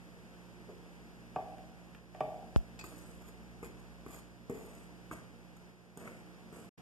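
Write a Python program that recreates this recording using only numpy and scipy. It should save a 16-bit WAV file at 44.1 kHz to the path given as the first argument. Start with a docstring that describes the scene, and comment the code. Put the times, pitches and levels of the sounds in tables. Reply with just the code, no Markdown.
"""An appliance hums in a tiled kitchen; soon something sinks softly into a heap of flour, then an emptied
plastic bowl is set down and let go on a stone counter and a hand takes the handle of a steel pot.
A spatula then stirs the dry flour: each landing excites damped modes, each stroke is dense frictional slips.
Two closely spaced phone ports, bumped once, turn the diffuse room field into two beams."""
import sys
import numpy as np
from scipy import signal
from scipy.fft import rfft, irfft, next_fast_len
from scipy.io import wavfile
from scipy.ndimage import uniform_filter1d

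SR = 44100
rng = np.random.default_rng(int(sys.argv[2]) if len(sys.argv) > 2 else 0)


def transcribe(u):
    """Save the signal u as a 16-bit wav file named by the first command-line argument.

    u: samples, shape (n,) or (channels, n), limited to [-1, 1]; the rate is SR.
    q: integer samples, one column per channel.
    """
    v = np.clip(np.atleast_2d(u).T, -1, 1)
    q = np.round(v * 32767).astype(np.int16)
    wavfile.write(sys.argv[1], SR, q)


N = 300483
TIME = np.arange(N) / SR
BLOW_TIME = TIME[:SR * 3 // 5]
PORT_LAG_S = 21.4 / SR   # travel time of sound between the two ports

# swell of the deepest background: t/s, level/dB
DRONE_SWELL = [(0, -4.5), (1.2, 0), (2.4, 1), (2.7, 5), (4.2, 2), (5.3, -1), (5.8, -5), (6.8, -6.5)]
# dense modes of the pot's wall: f/Hz, relative spectral level/dB per Hz
WALL_SPECTRUM = [(500, -15), (800, -10), (960, -5.5), (1080, 0), (1170, 6), (1300, -1), (1420, -1),
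                 (1550, -2), (1800, -17), (2100, 0), (2700, -20), (4500, -33)]
# flour crushed against steel: f/Hz, relative spectral level/dB per Hz
CRUNCH_SPECTRUM = [(2000, -16), (5800, -11), (6800, -0.5), (8500, 2), (9300, -18), (12500, -5),
                   (14000, -6.5)]


def from_db(db):
    """Amplitude gain is ten to the power of level over 20."""
    return 10 ** (np.asarray(db) / 20)


def decay(t, t60):
    """Exponential damping: the amplitude falls by 60 dB in t60 seconds."""
    return np.exp(-np.log(1000) * t / t60)


def build_up(tau_s):
    """First-order onset of a blow: the amplitude approaches 1 with time constant tau_s."""
    return 1 - np.exp(-BLOW_TIME / tau_s)


def rms_one(x):
    """Normalise the mean power, so that the rms is 1."""
    return x / np.sqrt(np.mean(x ** 2) + 1e-20)


def at_hz(points, hz):
    """Interpolate a table linearly along a logarithmic frequency axis."""
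    freqs, values = np.transpose(points)
    return np.interp(np.log(hz + 1e-9), np.log(freqs), values)


def butter(x, hz, kind, order=2):
    """Causal Butterworth filter: maximally flat in its passband."""
    return signal.sosfilt(signal.butter(order, hz, kind, fs=SR, output="sos"), x + 1e-18)


def colour(x, spectrum):
    """Spectral shaping: multiply the Fourier transform by a tabled gain."""
    size = x.shape[-1]
    gain = from_db(at_hz(spectrum, np.fft.rfftfreq(size, 1 / SR)))
    return irfft(rfft(x) * gain, size)


def drift(rate):
    """Slow random fluctuation: straight lines between normal knots of spread 1, rate knots per second."""
    knots = np.arange(0, 8, 1 / rate)
    return np.interp(TIME, knots, rng.standard_normal(len(knots)))


def diffuse(size):
    """Diffuse-field coherence: noise at the two ports is alike in the bass and unrelated in the treble."""
    alike = np.sinc(2 * np.fft.rfftfreq(size, 1 / SR) * PORT_LAG_S)
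    mid, side = rfft(rng.standard_normal((2, size)))
    spectra = np.sqrt((1 + alike) / 2) * mid + np.sqrt((1 - alike) / 2) * side * [[1], [-1]]
    return irfft(spectra, size)


def add(track, s, sound):
    """Superposition: sum a sound into a track from time s on."""
    start = round(s * SR)
    track[start:start + len(sound)] += sound[:N - start]


def ring(modes, favoured_hz, uneven_db, focus_db, reach_octaves):
    """Modal excitation: a blow favours modes near one pitch, by focus_db per octave within reach; peak 1."""
    hz, level_db, t60 = np.transpose(modes)[:, :, None]
    away = np.minimum(np.abs(np.log2(hz / favoured_hz)), reach_octaves)
    strength = from_db(level_db - focus_db * away + uneven_db * rng.standard_normal(hz.shape))
    partials = strength * decay(BLOW_TIME, t60) * np.sin(2 * np.pi * hz * BLOW_TIME)
    sound = np.sum(partials, axis=0)
    return sound / np.abs(sound).max()


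def crack(spectrum, t60):
    """High modal density: modes too dense to tell apart act as decaying noise that starts at rms 1."""
    noise = colour(rng.standard_normal(len(BLOW_TIME)), spectrum)
    return rms_one(noise) * decay(BLOW_TIME, t60)


def grains(spectrum, per_s, spread_db):
    """Granular friction: random tiny slips of uneven size and either sign, coloured; rms 1."""
    occurs = rng.random(N) < per_s / SR
    size = from_db(spread_db * rng.standard_normal(N))
    return rms_one(colour(occurs * rng.choice([-1, 1], N) * size, spectrum))


def air():
    """Diffuse sound field: coloured air noise of the kitchen arrives from all sides."""
    # f/Hz, relative spectral level/dB per Hz
    air_spectrum = [(40, -103), (100, -99), (200, -85.5), (300, -88.5), (450, -90.5), (560, -93),
                    (800, -94), (1200, -96.5), (2000, -94.5), (3000, -101), (4300, -105), (5200, -104),
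                    (9000, -109.3), (14000, -113.5)]
    return from_db(-0.57) * colour(diffuse(N), air_spectrum) * np.sqrt(SR / 2)


def rumble():
    """Narrow-band noise: a deep rumble, unrelated on the two sides, follows the drone's swell."""
    level_db = np.interp(TIME, *np.transpose(DRONE_SWELL)) - 74.5
    return from_db(level_db) * rms_one(butter(rng.standard_normal((2, N)), [48, 74], "band"))


def hum_lines():
    """Standing waves give motor, fan and mains lines unequal level and phase on the two sides."""
    # f/Hz, relative left level/dB, relative right level/dB, right phase lag/rad
    lines = [(47.7, -78.5, -76.5, 3), (59.4, -68.5, -62.5, 1.2), (71.5, -70.5, -70, 2.5),
             (96, -66.5, -65, 3), (119, -63.5, -60.5, -2), (120.3, -72, -68, 2.5), (144, -66.5, -67, 2.77),
             (178.3, -69, -55.5, 0.45), (236.5, -78.5, -68, 1.0), (535, -73.5, -80.5, -0.55)]
    out, drone = np.zeros((2, N)), np.interp(TIME, *np.transpose(DRONE_SWELL))
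    for hz, left_db, right_db, lag in lines:
        phase = 2 * np.pi * (hz * TIME + rng.random()) + 0.069 * drift(4.9)
        swell_db = drone * min(1, 60 / hz) ** 2 + 0.66 * drift(4.5)   # the drone moves the bass most
        level = from_db(np.array([[left_db], [right_db]]) - 0.5 + swell_db)
        out += np.sqrt(2) * level * np.sin(phase - np.array([[0], [lag]]))
    return out


def air_rush():
    """Room resonance: the appliance's rush of air is heard as noise bands at the standing waves."""
    # f/Hz, bandwidth/Hz, left level/dB, right level/dB
    room_modes = [(120, 30, -76, -73), (158.3, 26, -78.5, -72.5), (225.6, 10, -64, -70),
                  (305, 9.4, -73, -67.5), (355.9, 12, -74, -70), (461, 29, -78, -71), (708, 30, -78.5, -74)]
    out = np.zeros((2, N))
    for hz, width, left_db, right_db in room_modes:
        band = butter(rng.standard_normal(N), [hz - width / 2, hz + width / 2], "band")
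        out += from_db([[left_db], [right_db]]) * rms_one(band)
    return out


def whine():
    """Tonal radiation: thin, high sinusoids waver a little in level and phase, alike on both sides."""
    # f/Hz, relative level/dB
    tones = [(4802, -81.5), (5098, -101), (5157, -108.5), (5216, -93)]
    out = np.zeros(N)
    for hz, db in tones:
        level = from_db(db - 5.5 + 0.9 * drift(2.2))
        out += np.sqrt(2) * level * np.sin(2 * np.pi * hz * TIME + 0.5 * drift(3.6))
    return out


def lulls():
    """Amplitude modulation: the gain of hum and air is steady but for a few soft-edged dips."""
    # t/s, duration/s, level/dB
    dips = [(1.68, 0.26, -1), (1.983, 0.15, -3.5), (4.246, 0.28, -2), (5.28, 0.47, -1.46),
            (5.727, 0.25, -4.5)]
    edge_s = 0.066
    dip_db = np.zeros(N)
    for s, length, db in dips:
        inside = np.minimum(TIME - s, s + length - TIME)
        dip_db += db * np.clip(inside / edge_s + .5, 0, 1)
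    return from_db(dip_db)


def kitchen(source, wet_db):
    """Reverberation: after the direct sound a diffuse tail decays at its own rate in each octave band."""
    # decay of the tiled room: f/Hz, t60/s
    room_decay = [(150, 0.72), (500, 0.69), (1400, 0.51), (3700, 0.84), (8000, 0.45), (12000, 0.24)]
    t, noise = TIME[:SR], rfft(diffuse(SR))
    hz = np.fft.rfftfreq(SR, 1 / SR)
    edges = 45 * 2. ** np.arange(10)
    tail = 0
    for low, high in zip(edges, edges[1:]):
        band = irfft(noise * ((hz >= low) & (hz < high)), SR)
        tail = tail + band * decay(t, at_hz(room_decay, np.sqrt(low * high)))
    onset = np.clip(t / 0.0026 - .5, 0, 1)   # silent for 1.3 ms, full at 3.9 ms
    tail = tail * onset * from_db(wet_db) / np.sqrt(SR / 20)
    return source + signal.fftconvolve(np.atleast_2d(source), tail, axes=1)[:, :N]


def bumps(right_db=-22):
    """Structure-borne shock: a jolt through the phone's case, mostly at the left port, and a faint rattle."""
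    # t/s, relative level/dB
    shocks = [(2.5612, -25)]
    rattle_spectrum = [(2000, -2), (6500, 6.0), (12000, 2.0)]   # f/Hz, relative spectral level/dB per Hz
    jolts, rattle, t = np.zeros(N), np.zeros((2, N)), TIME[:SR // 10]
    for s, db in shocks:
        jolt = np.exp(-t / 0.00094) + 0.35 * np.exp(-t / 0.001)
        jolt = butter(butter(jolt, 5200, "low"), 22, "high", order=1)
        add(jolts, s, from_db(db + 11.5) * jolt)
        for port in rattle:
            add(port, s + .006, from_db(db - 23) * crack(rattle_spectrum, t60=0.06))
    return jolts * from_db([[0], [right_db]]) + rattle


def phone(ports, cross_hz=5200, lift_hz=470):
    """Pressure-gradient beams: each port minus the delayed other one, with the lost bass lifted again."""
    size = next_fast_len(N + SR // 4)
    hz, spectra = np.fft.rfftfreq(size, 1 / SR), rfft(ports, size)
    cross = np.exp(-2j * np.pi * hz * PORT_LAG_S) / (1 + (hz / cross_hz) ** 2)
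    lift = (lift_hz + 1j * hz) / (25 + 1j * hz)
    beams = irfft((spectra - cross * spectra[::-1]) * lift / np.sqrt(2), size)[:, :N]
    return butter(beams, 45.3, "high", order=6)


def bowl():
    """Shell vibration: plastic knocks and rings hollowly, its rim clacks and ticks under the fingers."""
    # contacts with the counter: t/s, relative level/dB, favoured f/Hz, rim level/dB relative to that
    contacts = [(1.3603, -24.5, 800, -21), (1.3848, -32.5, 760, -38), (1.397, -42.5, 724, -33),
                (2.148, -40.5, 680, -15), (2.2064, -22, 647, -18)]
    # short-lived shell and longer hollow cluster: f/Hz, relative level/dB, t60/s
    shell_modes = [(141.6, -8, 0.21), (298, -8, 0.11), (435, -2, .09), (472, -3, .06), (622, -9, .2),
                   (648, -22, .6), (668, 0, .04), (702, -26, .95), (724, -16, .6), (738, 4, .05),
                   (760, -23, .8), (803, -21, .75), (855, -1, .035), (1155, -1, .06), (1540, -11, 0.044)]
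    # dense rim modes: f/Hz, relative spectral level/dB per Hz
    rim_spectrum = [(600, -27), (1300, -5.5), (1900, 10), (2500, 3), (3100, -12), (3700, -8.5), (4500, -20),
                    (8000, -25), (14000, -40)]
    # blur of close resonances around the cluster: f/Hz, relative spectral level/dB per Hz
    hollow_spectrum = [(300, -24), (470, -12), (550, -15), (630, -2), (730, 0), (800, -3), (900, -20),
                       (1500, -45)]
    # fingers shifting on the rim: t/s, relative level/dB
    finger_ticks = [(1.583, -60), (1.9487, -56)]
    shell_lag_s = 0.00056   # the edge touches first
    out = np.zeros(N)
    flex = build_up(0.0012)   # soft plastic takes a moment to move
    bloom = build_up(.03)
    for s, db, hz, rim_db in contacts:
        knock = ring(shell_modes, hz, uneven_db=0.8, focus_db=27.5, reach_octaves=0.3) * flex
        add(out, s + shell_lag_s, from_db(db + 6.0) * knock)
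        add(out, s, from_db(db - 21.5) * crack(hollow_spectrum, t60=.85) * bloom)
        add(out, s, from_db(db + rim_db + 2) * crack(rim_spectrum, t60=0.043))
    for s, db in finger_ticks:
        add(out, s, from_db(db + 5.5) * crack(rim_spectrum, t60=0.036))
    return out


def inside_pot(source, direct_db=-5.0, bounced_db=-3.0, t60=0.024, turns_per_s=2.3):
    """Diffraction and reflection: the rim dulls the direct sound; wall bounces fade in and out as paths turn."""
    t = TIME[:SR // 25]
    direct_gain = from_db(direct_db)   # reached in the treble; the bass passes over the rim in full
    out = direct_gain * source + (1 - direct_gain) * butter(source, 910, "low", order=1)
    angle = 2 * np.pi * turns_per_s * TIME
    for share in np.cos(angle), np.sin(angle):
        bounces = butter(diffuse(len(t)) * decay(t, t60), 850, "high")
        bounces = from_db(bounced_db) * rms_one(bounces) / np.sqrt(len(t))
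        out = out + signal.fftconvolve((share * source)[None], bounces, axes=1)[:, :N]
    return out


def handle():
    """Bright modal ringing: the steel loop rattles briefly under the hand and rings on."""
    # hand meeting the handle: t/s, relative level/dB
    contacts = [(2.791, -37), (2.7964, -39.5), (2.8104, -40)]
    # f/Hz, relative spectral level/dB per Hz
    rattle_spectrum = [(800, -7), (1500, -7), (2600, 4.5), (3200, -15), (4400, 4), (6200, -9), (8000, 4.5),
                       (9000, -16), (14000, -17)]
    # f/Hz, relative level/dB, t60/s
    loop_modes = [(1940, 0, .03), (2600, -1, .09), (3480, -7, .035), (3720, -5, .03), (4670, -3, .04),
                  (5120, -8, .035), (5940, 0, .03), (6440, 1, .03), (7050, -1, .025), (7730, 0, .025)]
    out = np.zeros(N)
    for s, db in contacts:
        add(out, s, from_db(db - 5.5) * crack(rattle_spectrum, t60=0.037))
        tone = ring(loop_modes, 4700, uneven_db=1.0, focus_db=2.0, reach_octaves=1.5)
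        add(out, s, from_db(db + 2.0) * tone)
    return out


def press():
    """Absorption in powder: the blade sinks gently into the heap, whose give is muffled noise."""
    # t/s, level/dB
    push_in = (.684, -42)
    # f/Hz, relative spectral level/dB per Hz
    heap_spectrum = [(150, -15), (300, -6), (470, 3), (650, -8.5), (1000, -20), (3000, -40)]
    out, (s, db) = np.zeros(N), push_in
    add(out, s, from_db(db) * crack(heap_spectrum, t60=.14) * build_up(0.013))
    return out


def landings():
    """Mass loading and damping: flour shifts the thudding base's modes as wall rattles and grains crush."""
    # t/s, relative thud level/dB, favoured f/Hz, pitch factor, ring time factor,
    # relative wall level/dB, relative crunch level/dB
    blows = [(2.839, -41.5, 301, 0.81, .5, -51.5, -45), (2.862, -55, 400, 0.95, .5, -60, -48),
             (2.980, -60, 400, .9, 0.45, -63, -52), (3.284, -54, 487, 1, 0.45, -53, -54),
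             (3.627, -34, 330, 0.99, 0.43, -43.5, -53), (4.062, -37.5, 260, 0.9, 0.68, -52, -58),
             (4.141, -56, 298, 0.79, .5, -56, -58), (4.4957, -29.5, 410, .99, 1.2, -53, -48),
             (4.551, -45, 440, 1.1, .5, -63, -52), (5.1106, -38, 310, 0.77, 0.48, -40.5, -56),
             (5.1232, -44, 330, 0.67, .6, -49, -56), (5.335, -50, 480, 1.1, .6, -64, -72),
             (5.566, -57, 300, 0.81, .5, -59, -58), (5.972, -40, 300, 0.87, .5, -56, -43.5),
             (6.0375, -53, 300, .9, .5, -57, -66), (6.074, -45, 283, .8, 0.58, -43.5, -69),
             (6.525, -42, 230, 0.85, 0.57, -56, -56), (6.567, -45, 301, 1.05, .5, -62, -64),
             (6.59, -50, 300, 0.71, 0.42, -62, -58)]
    # base modes before each blow's factors: f/Hz, relative level/dB, t60/s
    base_modes = [(205, 1.5, 0.024), (264, 10, 0.028), (331, 1, 0.038), (403.3, -5.5, 0.13),
                  (438.2, -8.5, .22), (468.5, -7.5, 0.12), (606, -3, 0.048), (765, -9, 0.046),
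                  (922, -14.5, 0.069)]
    thud_lag_s = .0016   # the heavier body answers a moment later
    out = np.zeros(N)
    cushion = build_up(0.00055)   # powder softens the first instant
    give = build_up(0.0014)   # the blade bends before its weight arrives
    for s, thud_db, hz, pitch, sustain, wall_db, crunch_db in blows:
        loaded = np.array(base_modes) * [pitch, 1, sustain]
        thud = ring(loaded, hz, uneven_db=1.97, focus_db=10, reach_octaves=0.54) * give
        add(out, s + thud_lag_s, from_db(thud_db + 9.0) * thud)
        add(out, s + 0.0008, from_db(wall_db + 3.0) * crack(WALL_SPECTRUM, t60=0.024) * cushion)
        add(out, s + 0.00068, from_db(crunch_db + 5.5) * crack(CRUNCH_SPECTRUM, t60=0.017) * cushion)
    return out


def scraping():
    """Sliding friction: under trembling pressure powder hisses, lumps burst, blade rubs and wall chatters."""
    # pushes of the blade: t/s, duration/s, rise time/s, relative hiss level/dB, relative rub level/dB,
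    # relative chatter level/dB, fade/dB per s
    strokes = [(2.835, 0.06, 0.0088, -56, -58, -62, 60), (2.897, .31, 0.087, -58.5, -59.5, -68, 39),
               (3.204, 0.095, .07, -63, -64, -69, 4), (3.624, 0.034, 0.035, -52, -56, -57.5, 9),
               (3.768, 0.036, .03, -69, -79, -78, 0), (4.054, 0.14, 0.091, -57, -61.5, -65.5, 10),
               (4.494, 0.37, .006, -61, -56, -67, 25), (4.722, 0.023, 0.022, -71, -67, -77, 0),
               (5.111, 0.023, 0.016, -53.5, -52.5, -52.5, 28), (5.15, 0.033, 0.022, -62, -65, -64, 45),
               (5.976, 0.23, .005, -63, -57, -70, 40), (6.04, 0.032, 0.029, -68, -66, -64, 0),
               (6.524, 0.13, 0.029, -61.5, -60, -67.5, 27)]
    # powder under the blade: f/Hz, relative spectral level/dB per Hz
    hiss_spectrum = [(1500, -3.5), (3000, -5.5), (5800, -6.5), (6600, 1.5), (7600, 2), (8500, 4.5),
                     (9300, -3), (12500, -1.5), (14000, -12)]
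    # blade on steel: f/Hz, relative spectral level/dB per Hz
    rub_spectrum = [(110, -14), (200, 6.5), (450, 6), (600, 4.5), (850, -4), (1170, -3.5), (1550, -9),
                    (2000, 0.5), (3000, -14.5), (5000, -35)]
    release_s, rub_rise_s = 0.011, 0.0094   # the blade comes to rest; it bears on the steel
    rub_fade_db_per_s = 13   # extra fade of rub and chatter as flour gets under the blade
    hiss, rub, chatter = np.zeros((3, N))
    for s, length, rise, hiss_db, rub_db, wall_db, fade in strokes:
        t = np.maximum(TIME - s, 0)
        push = from_db(-fade * t) * np.exp(-np.maximum(t - length, 0) / release_s)
        bearing = push * from_db(-rub_fade_db_per_s * t) * np.minimum(t / rub_rise_s, 1)
        hiss += push * from_db(hiss_db) * np.sqrt(np.minimum(t / rise, 1))
        rub += bearing * from_db(rub_db)
        chatter += bearing * from_db(wall_db)
    pressure = from_db(1.8 * drift(90) + 1.0 * drift(25.03))
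    lumps = from_db(-4.5) * grains(CRUNCH_SPECTRUM, per_s=75, spread_db=3.0)
    powder = grains(hiss_spectrum, per_s=1500, spread_db=2.0) + lumps
    steel = grains(rub_spectrum, per_s=1800, spread_db=4.5)
    wall = grains(WALL_SPECTRUM, per_s=900, spread_db=2.5)
    return pressure * (hiss * powder + rub * steel + chatter * wall)


def scene():
    """Linear superposition: bowl, pot, bump and air pass the two ports; hum and rumble are summed after."""
    background = lulls()
    hum = hum_lines() + air_rush() + whine()
    pot = kitchen(inside_pot(landings() + handle() + scraping() + press()), wet_db=-3.0)
    ports = kitchen(bowl(), wet_db=-4.2) + pot + bumps() + background * air()
    return phone(ports) + background * hum + rumble()


def record(dry):
    """Band limitation: a steep low-pass cuts the top; the sound drops out for a moment near the end."""
    # start t/s, end t/s
    dropout = (6.695, 6.775)
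    dropout_db, cutoff_hz = -57, 14250
    muted = uniform_filter1d(1. * ((TIME > dropout[0]) & (TIME < dropout[1])), size=300)   # soft edges
    low_pass = signal.ellip(12, .1, 80, cutoff_hz, fs=SR, output="sos")
    return signal.sosfilt(low_pass, dry * from_db(dropout_db * muted))


dry = scene()
out = record(dry)
transcribe(out)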